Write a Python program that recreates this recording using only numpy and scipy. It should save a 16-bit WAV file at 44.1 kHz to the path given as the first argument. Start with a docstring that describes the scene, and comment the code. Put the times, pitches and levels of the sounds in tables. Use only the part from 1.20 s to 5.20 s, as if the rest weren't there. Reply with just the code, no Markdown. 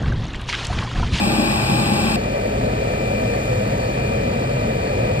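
"""A diesel tractor works a pneumatic seed drill in an open field, heard first beside the rear wheel,
then, after a cut, behind the drill. The engine throbs and booms: its noise is modulated by the
firings, over tones tied to crank speed. Clods strike the harrow and excite its housing, and loose
links rattle. The seed blower hisses and whines at harmonics of its wandering shaft speed.
Each listening position gives the mixture its own spectrum and stereo image."""
import sys
import numpy as np
from scipy import signal
from scipy.fft import rfft, irfft
from scipy.io import wavfile
from scipy.ndimage import map_coordinates

SR = 44100
rng = np.random.default_rng(int(sys.argv[2]) if len(sys.argv) > 2 else 0)


def pcm_store(signal):
    """Save signal as 16-bit PCM."""
    levels = np.round(np.clip(np.atleast_2d(signal), -1, 1) * 32767)
    wavfile.write(sys.argv[1], SR, levels.astype(np.int16).T)


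N = 176400
BIN_HZ = np.fft.rfftfreq(N, 1 / SR)
BESIDE, BEHIND = 0, 1  # listening positions; index into paired settings
# crossover frequencies between the noise bands
RUMBLE_TOP_HZ, BOOM_SPLIT_HZ, CHURN_FROM_HZ = 83, 158, 264
CLATTER_FROM_HZ, HISS_FROM_HZ, TREBLE_FROM_HZ = 713, 3000, 5500


def amp(db):
    """Amplitude ratio of a level in decibels."""
    return 10 ** (np.asarray(db) / 20)


def unit(x):
    """Normalisation to rms 1."""
    return x / np.sqrt(np.mean(abs(x) ** 2) + 1e-20)


def over_time(table, column=1):
    """Linear interpolation of one column of a time curve, at every sample."""
    table = np.array(table)
    return np.interp(np.arange(N) / SR, table[:, 0], table[:, column])


def over_hz(table):
    """Log-frequency interpolation of each column of a spectrum table, at every bin."""
    hz, *columns = np.transpose(table)
    return [np.interp(np.log(BIN_HZ + 1), np.log(hz), column) for column in columns]


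def wander(rate_hz):
    """Random fluctuation: low-pass Gaussian noise of rms 1."""
    return unit(irfft(rfft(rng.standard_normal(N)) / (1 + (BIN_HZ / rate_hz) ** 4), N))


def band(x, low_hz, high_hz):
    """Power-complementary band-pass filter: adjacent bands sum to flat power."""
    below_low, below_high = (1 / (1 + (BIN_HZ / edge) ** 8) for edge in (low_hz, high_hz))
    return irfft(rfft(x) * np.sqrt(abs(below_high - below_low)), N)


def resonate(x, hz, width_hz):
    """Forced response of a damped resonator whose centre follows the curve hz, at rms 1."""
    carrier = np.exp(2j * np.pi * np.cumsum(hz) / SR)
    pole = np.exp(-np.pi * width_hz / SR)
    return unit((carrier * signal.lfilter([1], [1, -2 * pole, pole * pole], x / carrier)).real)


def shaft_tones(turns, table, place, waver_hz):
    """Orders (multiples of shaft speed), broadened by random amplitude and phase modulation."""
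    out = np.zeros(N)
    for order, *levels_db, roughness in table:
        drift = unit(1 + roughness * (wander(waver_hz) + 1j * wander(waver_hz)))
        out += amp(levels_db[place]) * unit((drift * np.exp(2j * np.pi * order * turns)).real)
    return out


CRANK_HZ, CYLINDERS = 26.9, 6
FIRING_DEPTH, FIRING_DECAY = 0.21, 0.34  # decay as a fraction of the firing interval
PERIODIC_SHARE, GROWL_DEPTH = (0.29, 0.2), (0.094, 0.12)  # each: beside, behind
# gain of the two booming bands: t/s, lower level/dB, upper level/dB
BOOM_LEVELS = [(0, -31, 4), (.22, -12, 6), (.36, 2, 0.5), (.44, 4, -17), (.53, 4.5, 3.5), (.68, -2, 1.5),
               (.95, -1.5, 2), (1.3, -6, -2), (1.42, -1, 4.5), (1.75, -1, -6), (1.95, 0, -1),
               (2.25, 0.5, -3.5), (2.85, 1.5, -1.5), (3.12, -4.5, 5), (3.29, 1.5, -6.5), (3.5, -2.5, 2),
               (3.75, -2, -4.5), (3.92, 3.5, -1)]
def engine_noise(crank, place):
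    """Cyclostationary noise: part repeats each two-turn engine cycle, and it surges at each firing."""
    cycle = unit(irfft(np.exp(2j * np.pi * rng.random(1640)), 3278))  # flat spectrum, random phases
    periodic = unit(map_coordinates(cycle, [crank / 2 % 1 * len(cycle)], order=3, mode="grid-wrap"))
    share = PERIODIC_SHARE[place]
    noise = np.sqrt(share) * periodic + np.sqrt(1 - share) * rng.standard_normal(N)
    firings = crank * CYLINDERS / 2
    noise *= unit(1 + FIRING_DEPTH * np.exp(-(firings % 1) / FIRING_DECAY))
    rumble = band(rng.standard_normal(N), 1, RUMBLE_TOP_HZ)
    lower_boom = band(noise, RUMBLE_TOP_HZ, BOOM_SPLIT_HZ) * amp(over_time(BOOM_LEVELS, 1))
    upper_boom = band(noise, BOOM_SPLIT_HZ, CHURN_FROM_HZ) * amp(over_time(BOOM_LEVELS, 2))
    growl = np.cos(np.pi * firings) + .5 * wander(8.1)  # throb at half the firing rate
    clatter = band(noise, CLATTER_FROM_HZ, HISS_FROM_HZ) * unit(1 + GROWL_DEPTH[place] * growl)
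    return rumble + lower_boom + upper_boom + clatter


# engine and drive tones: f/crank speed, level beside/dB, level behind/dB, roughness
ENGINE_ORDERS = [(1.498, -46, -40, .1), (1.989, -34, -35, 0.12), (7.6, -41, -39, 0.64),
                 (8.065, -35.5, -46, 0.8), (15.74, -42, -39.5, 0.34), (51.7, -47.5, -64, .4),
                 (56.4, -42.5, -49, 0.21)]
def engine_tones(crank, place):
    """Rotating machinery radiates a line spectrum in fixed ratios to the crank speed."""
    return shaft_tones(crank, ENGINE_ORDERS, place, waver_hz=6.8)


CLODS_PER_S, CLOD_DECAY_S, CLOD_DEPTH, SOIL_DB = 120, 0.016, 0.089, -1.5
HOUSING_WIDTH_HZ, HOUSING_DRIFT, HOUSING_DB = 28, .035, -32
# modes of the harrow housing: f/Hz
HOUSING_MODES = (482.9, 541.2, 601.5)
def harrow():
    """Random impacts of clods on the tines modulate soil noise, which drives drifting housing modes."""
    knocks = rng.exponential(1, N) * (rng.random(N) < CLODS_PER_S / SR)
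    surge = signal.lfilter([1], [1, -np.exp(-1 / (CLOD_DECAY_S * SR))], knocks)
    soil = rng.standard_normal(N) * unit(1 + CLOD_DEPTH * surge)
    ringing = sum(resonate(soil, hz * (1 + HOUSING_DRIFT * wander(5.8)), HOUSING_WIDTH_HZ)
                  for hz in HOUSING_MODES)
    return amp(SOIL_DB) * band(soil, CHURN_FROM_HZ, CLATTER_FROM_HZ) + amp(HOUSING_DB) * ringing


TAPS_PER_S, CLUMP_DB, CLUMP_HZ = 2500, 5.5, 9.1
# modes of the drill's loose links: f/Hz, bandwidth/Hz, relative level/dB
LINK_MODES = [(1830, 480, -24), (4430, 300, -23.5)]
def link_rattle():
    """Impact excitation: loose links chatter in clumps, each tap ringing their damped modes."""
    taps = rng.standard_normal(N) * (rng.random(N) < TAPS_PER_S / SR)
    taps *= amp(CLUMP_DB * wander(CLUMP_HZ))
    return sum(amp(db) * resonate(taps, np.full(N, hz), width) for hz, width, db in LINK_MODES)


# speed of the blower shaft: t/s, f/Hz
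BLOWER_SPEED = [(0, 50.1), (.23, 50.1), (.43, 49.9), (.68, 50.3), (.9, 49.9), (1.04, 50.2), (1.28, 49.77),
                (1.49, 50.33), (1.77, 49.74), (1.95, 49.99), (2.28, 50.11), (2.57, 49.94), (2.85, 50.39),
                (3.1, 49.96), (3.55, 50.04), (3.85, 50.33)]
def blower_turns():
    """Phase is the integral of frequency: the slightly jittering shaft speed, summed into turns."""
    return np.cumsum(over_time(BLOWER_SPEED) * (1 + 0.00036 * wander(24.5))) / SR


# pulsation of the air: f/blower speed, modulation depth
HISS_PULSES = [(1, 0.079), (3, 0.042), (6, 0.063)]
# gain of the top band of the hiss: t/s, level/dB
HISS_SWELL = [(1.6, 0), (2.3, 2.5), (2.9, 0), (4, -0.5)]
def blower_hiss(fan):
    """Flow noise, amplitude-modulated by the turning impeller; its treble swells and fades."""
    pulse = 1 + sum(depth * np.cos(2 * np.pi * order * fan) for order, depth in HISS_PULSES)
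    air = rng.standard_normal(N) * unit(pulse * amp(.5 * wander(60)))
    treble = band(rng.standard_normal(N), TREBLE_FROM_HZ, SR) * pulse * amp(over_time(HISS_SWELL))
    return band(air, HISS_FROM_HZ, TREBLE_FROM_HZ) + treble


# blower tones: f/blower speed, level beside/dB, level behind/dB, roughness
WHINE_ORDERS = [(24, -42, -51.5, .45), (48, -34.5, -35.5, .13), (50, -35, -49, .25), (51, -39, -56, .3),
                (52, -43, -58, .4), (53, -35.5, -53, .2), (55, -45, -60, .25), (168, -40.5, -61, .25)]
# gain of the whole whine: t/s, level/dB
WHINE_LEVEL = [(0, 0), (.9, -1.5), (1.05, 0), (1.45, -2), (1.72, 0), (2, 2.5), (2.55, -2.5), (2.88, 2.5),
               (3.1, 0), (3.45, -1.5), (3.9, 1)]
def blower_whine(fan, place):
    """Harmonics of the shaft rotation: blade tones and their rough neighbours."""
    return shaft_tones(fan, WHINE_ORDERS, place, waver_hz=12.5) * amp(over_time(WHINE_LEVEL))


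RIPPLE_DB, RIPPLE_STEP_HZ, RIPPLE_TOP_HZ = 1.0, 50, 6000
def frame_reflections():
    """Interference of echoes from the frame, as a random gain ripple across the midrange."""
    ripple = map_coordinates(rng.standard_normal(2000), [BIN_HZ / RIPPLE_STEP_HZ],
                             order=3, mode="grid-wrap")
    midrange = np.minimum(BIN_HZ / CLATTER_FROM_HZ, 1) / (1 + (BIN_HZ / RIPPLE_TOP_HZ) ** 2)
    return amp(RIPPLE_DB * ripple * midrange)


MONO_BELOW_HZ, TREBLE_DELAY_S = 286, .000245
TREBLE_SPREAD = 0.13  # coherence lost in the treble where the channels are in antiphase
# stereo image at each position: f/Hz, left minus right level/dB, left phase lead/rad, coherence
IMAGE_BESIDE = [(236, 5, 1.5, 1), (383, 0.5, -1.1, 0.94), (695, 1.5, -1, 0.5), (1035, 3.5, -3.5, 0.96),
                (1320, -7, -7, 0.67), (1630, 7.5, -9, 0.86), (2000, -1.5, -11, 0.92),
                (2430, 14.5, -8.5, 0.8), (3000, -4.5, -8, .5), (4500, -1.5, -9, 1), (5040, 0, -8.5, 0.7)]
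IMAGE_BEHIND = [(235, 7, -0.04, 0.99), (395.0, 1.5, -1.17, 0.91), (602, 1.29, -2, 0.89),
                (1086, -0.5, -2.5, 0.97), (1336, -7, -3, 0.54), (1600, -6, -1.63, 0.83),
                (1990, -1.8, 1.47, 0.45), (2590, 12, 1.96, 0.85), (2890, -4.5, 3.3, 0.26),
                (2990, -1, 1.5, 0.53), (3830.0, -2, 3, 0.14), (4420, 3.5, 5, 1), (4850, 0, 5, 0.62),
                (5250, -0.2, 7.5, 0.47)]
def stereo_pair(direct, scattered, tones, place):
    """Level, phase and coherence between two microphones turn three spectra into a stereo signal."""
    balance_db, lead, coherence = over_hz((IMAGE_BESIDE, IMAGE_BEHIND)[place])
    separation = np.minimum(BIN_HZ / MONO_BELOW_HZ, 1) ** 3  # long waves reach both alike
    balance = amp(balance_db * separation)
    treble = BIN_HZ > TREBLE_FROM_HZ
    lead = np.where(treble, 2 * np.pi * BIN_HZ * TREBLE_DELAY_S, lead * separation)
    coherence = np.clip(np.where(treble, 1 - TREBLE_SPREAD * abs(np.sin(lead / 2)), coherence), 0, 1)
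    left = (direct + tones) * balance
    right = (coherence * direct + np.sqrt(1 - coherence ** 2) * scattered + tones) * np.exp(-1j * lead)
    return irfft(np.array([left, right]) * np.sqrt(2 / (1 + balance ** 2)), N)


# spectral envelope applied to all the noise at each position: f/Hz, level/dB (in a 1 Hz band)
ENVELOPE_BESIDE = [(20.0, -78), (65.0, -54.0), (122.0, -43.5), (168.0, -52), (210.0, -41.5), (260.0, -53.5),
                   (340.0, -46.5), (470.0, -60.5), (540.0, -53), (730.0, -54.5), (825.0, -46.5),
                   (920.0, -52.5), (1015.0, -55.5), (1100.0, -56.5), (1280.0, -69), (1450.0, -64.5),
                   (1680.0, -59), (1930.0, -64), (2130.0, -71), (2330.0, -59), (2650.0, -62.5),
                   (3100.0, -64.5), (4500.0, -64.5), (5500.0, -66.0), (5950.0, -93), (6500.0, -72.5),
                   (8200.0, -72), (9300.0, -73), (9850.0, -87.5), (10800.0, -97), (11400.0, -79.5),
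                   (13600.0, -83)]
ENVELOPE_BEHIND = [(20.0, -77.9), (32.0, -73), (65.0, -51.5), (120.0, -43.5), (170.0, -55), (205.0, -48.5),
                   (350.0, -56), (410.0, -49.5), (480.0, -49), (600.0, -48), (870.0, -59.5), (960.0, -59.5),
                   (1050.0, -66.5), (1220.0, -61), (1400.0, -69.4), (1750.0, -68.5), (1950.0, -68),
                   (2480.0, -69.5), (2750.0, -70), (3050.0, -73.5), (4050.0, -76), (4350.0, -74.5),
                   (4700.0, -74.8), (4950.0, -80), (5500.0, -82.5), (5950.0, -89.5), (6500.0, -77),
                   (8200.0, -88.5), (9300.0, -84), (9850.0, -102.5), (10800.0, -107.5), (11400.0, -90.5),
                   (13600.0, -95)]
def heard_from(place, crank, fan):
    """Superposition at one position: the noise sources are filtered together, then tones are added."""
    envelope_db = over_hz((ENVELOPE_BESIDE, ENVELOPE_BEHIND)[place])[0]
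    colour = amp(envelope_db) * frame_reflections() * np.sqrt(SR / 2)
    direct, scattered = [  # two independent draws of the same noise
        colour * rfft(engine_noise(crank, place) + harrow() + link_rattle() + blower_hiss(fan))
        for _ in range(2)]
    tones = rfft(engine_tones(crank, place) + blower_whine(fan, place))
    return stereo_pair(direct, scattered, tones, place)


CUT_S, CROSSFADE_S = .962, 0.002
def scene():
    """Shaft phases run on unbroken while a crossfade moves the listener from wheel to drill."""
    crank = np.cumsum(CRANK_HZ * (1 + 0.001176 * wander(2.97))) / SR  # turns
    fan = blower_turns()
    fade = np.clip((np.arange(N) / SR - CUT_S) / CROSSFADE_S + .5, 0, 1)
    return (1 - fade) * heard_from(BESIDE, crank, fan) + fade * heard_from(BEHIND, crank, fan)


BAND_LIMIT_HZ = 14300
def record(dry):
    """Band limiting by a steep linear-phase low-pass filter."""
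    low_pass = signal.firwin(511, BAND_LIMIT_HZ, window=("kaiser", 9), fs=SR)
    return signal.oaconvolve(dry, low_pass[None], "same")


dry = scene()
out = record(dry)
pcm_store(out)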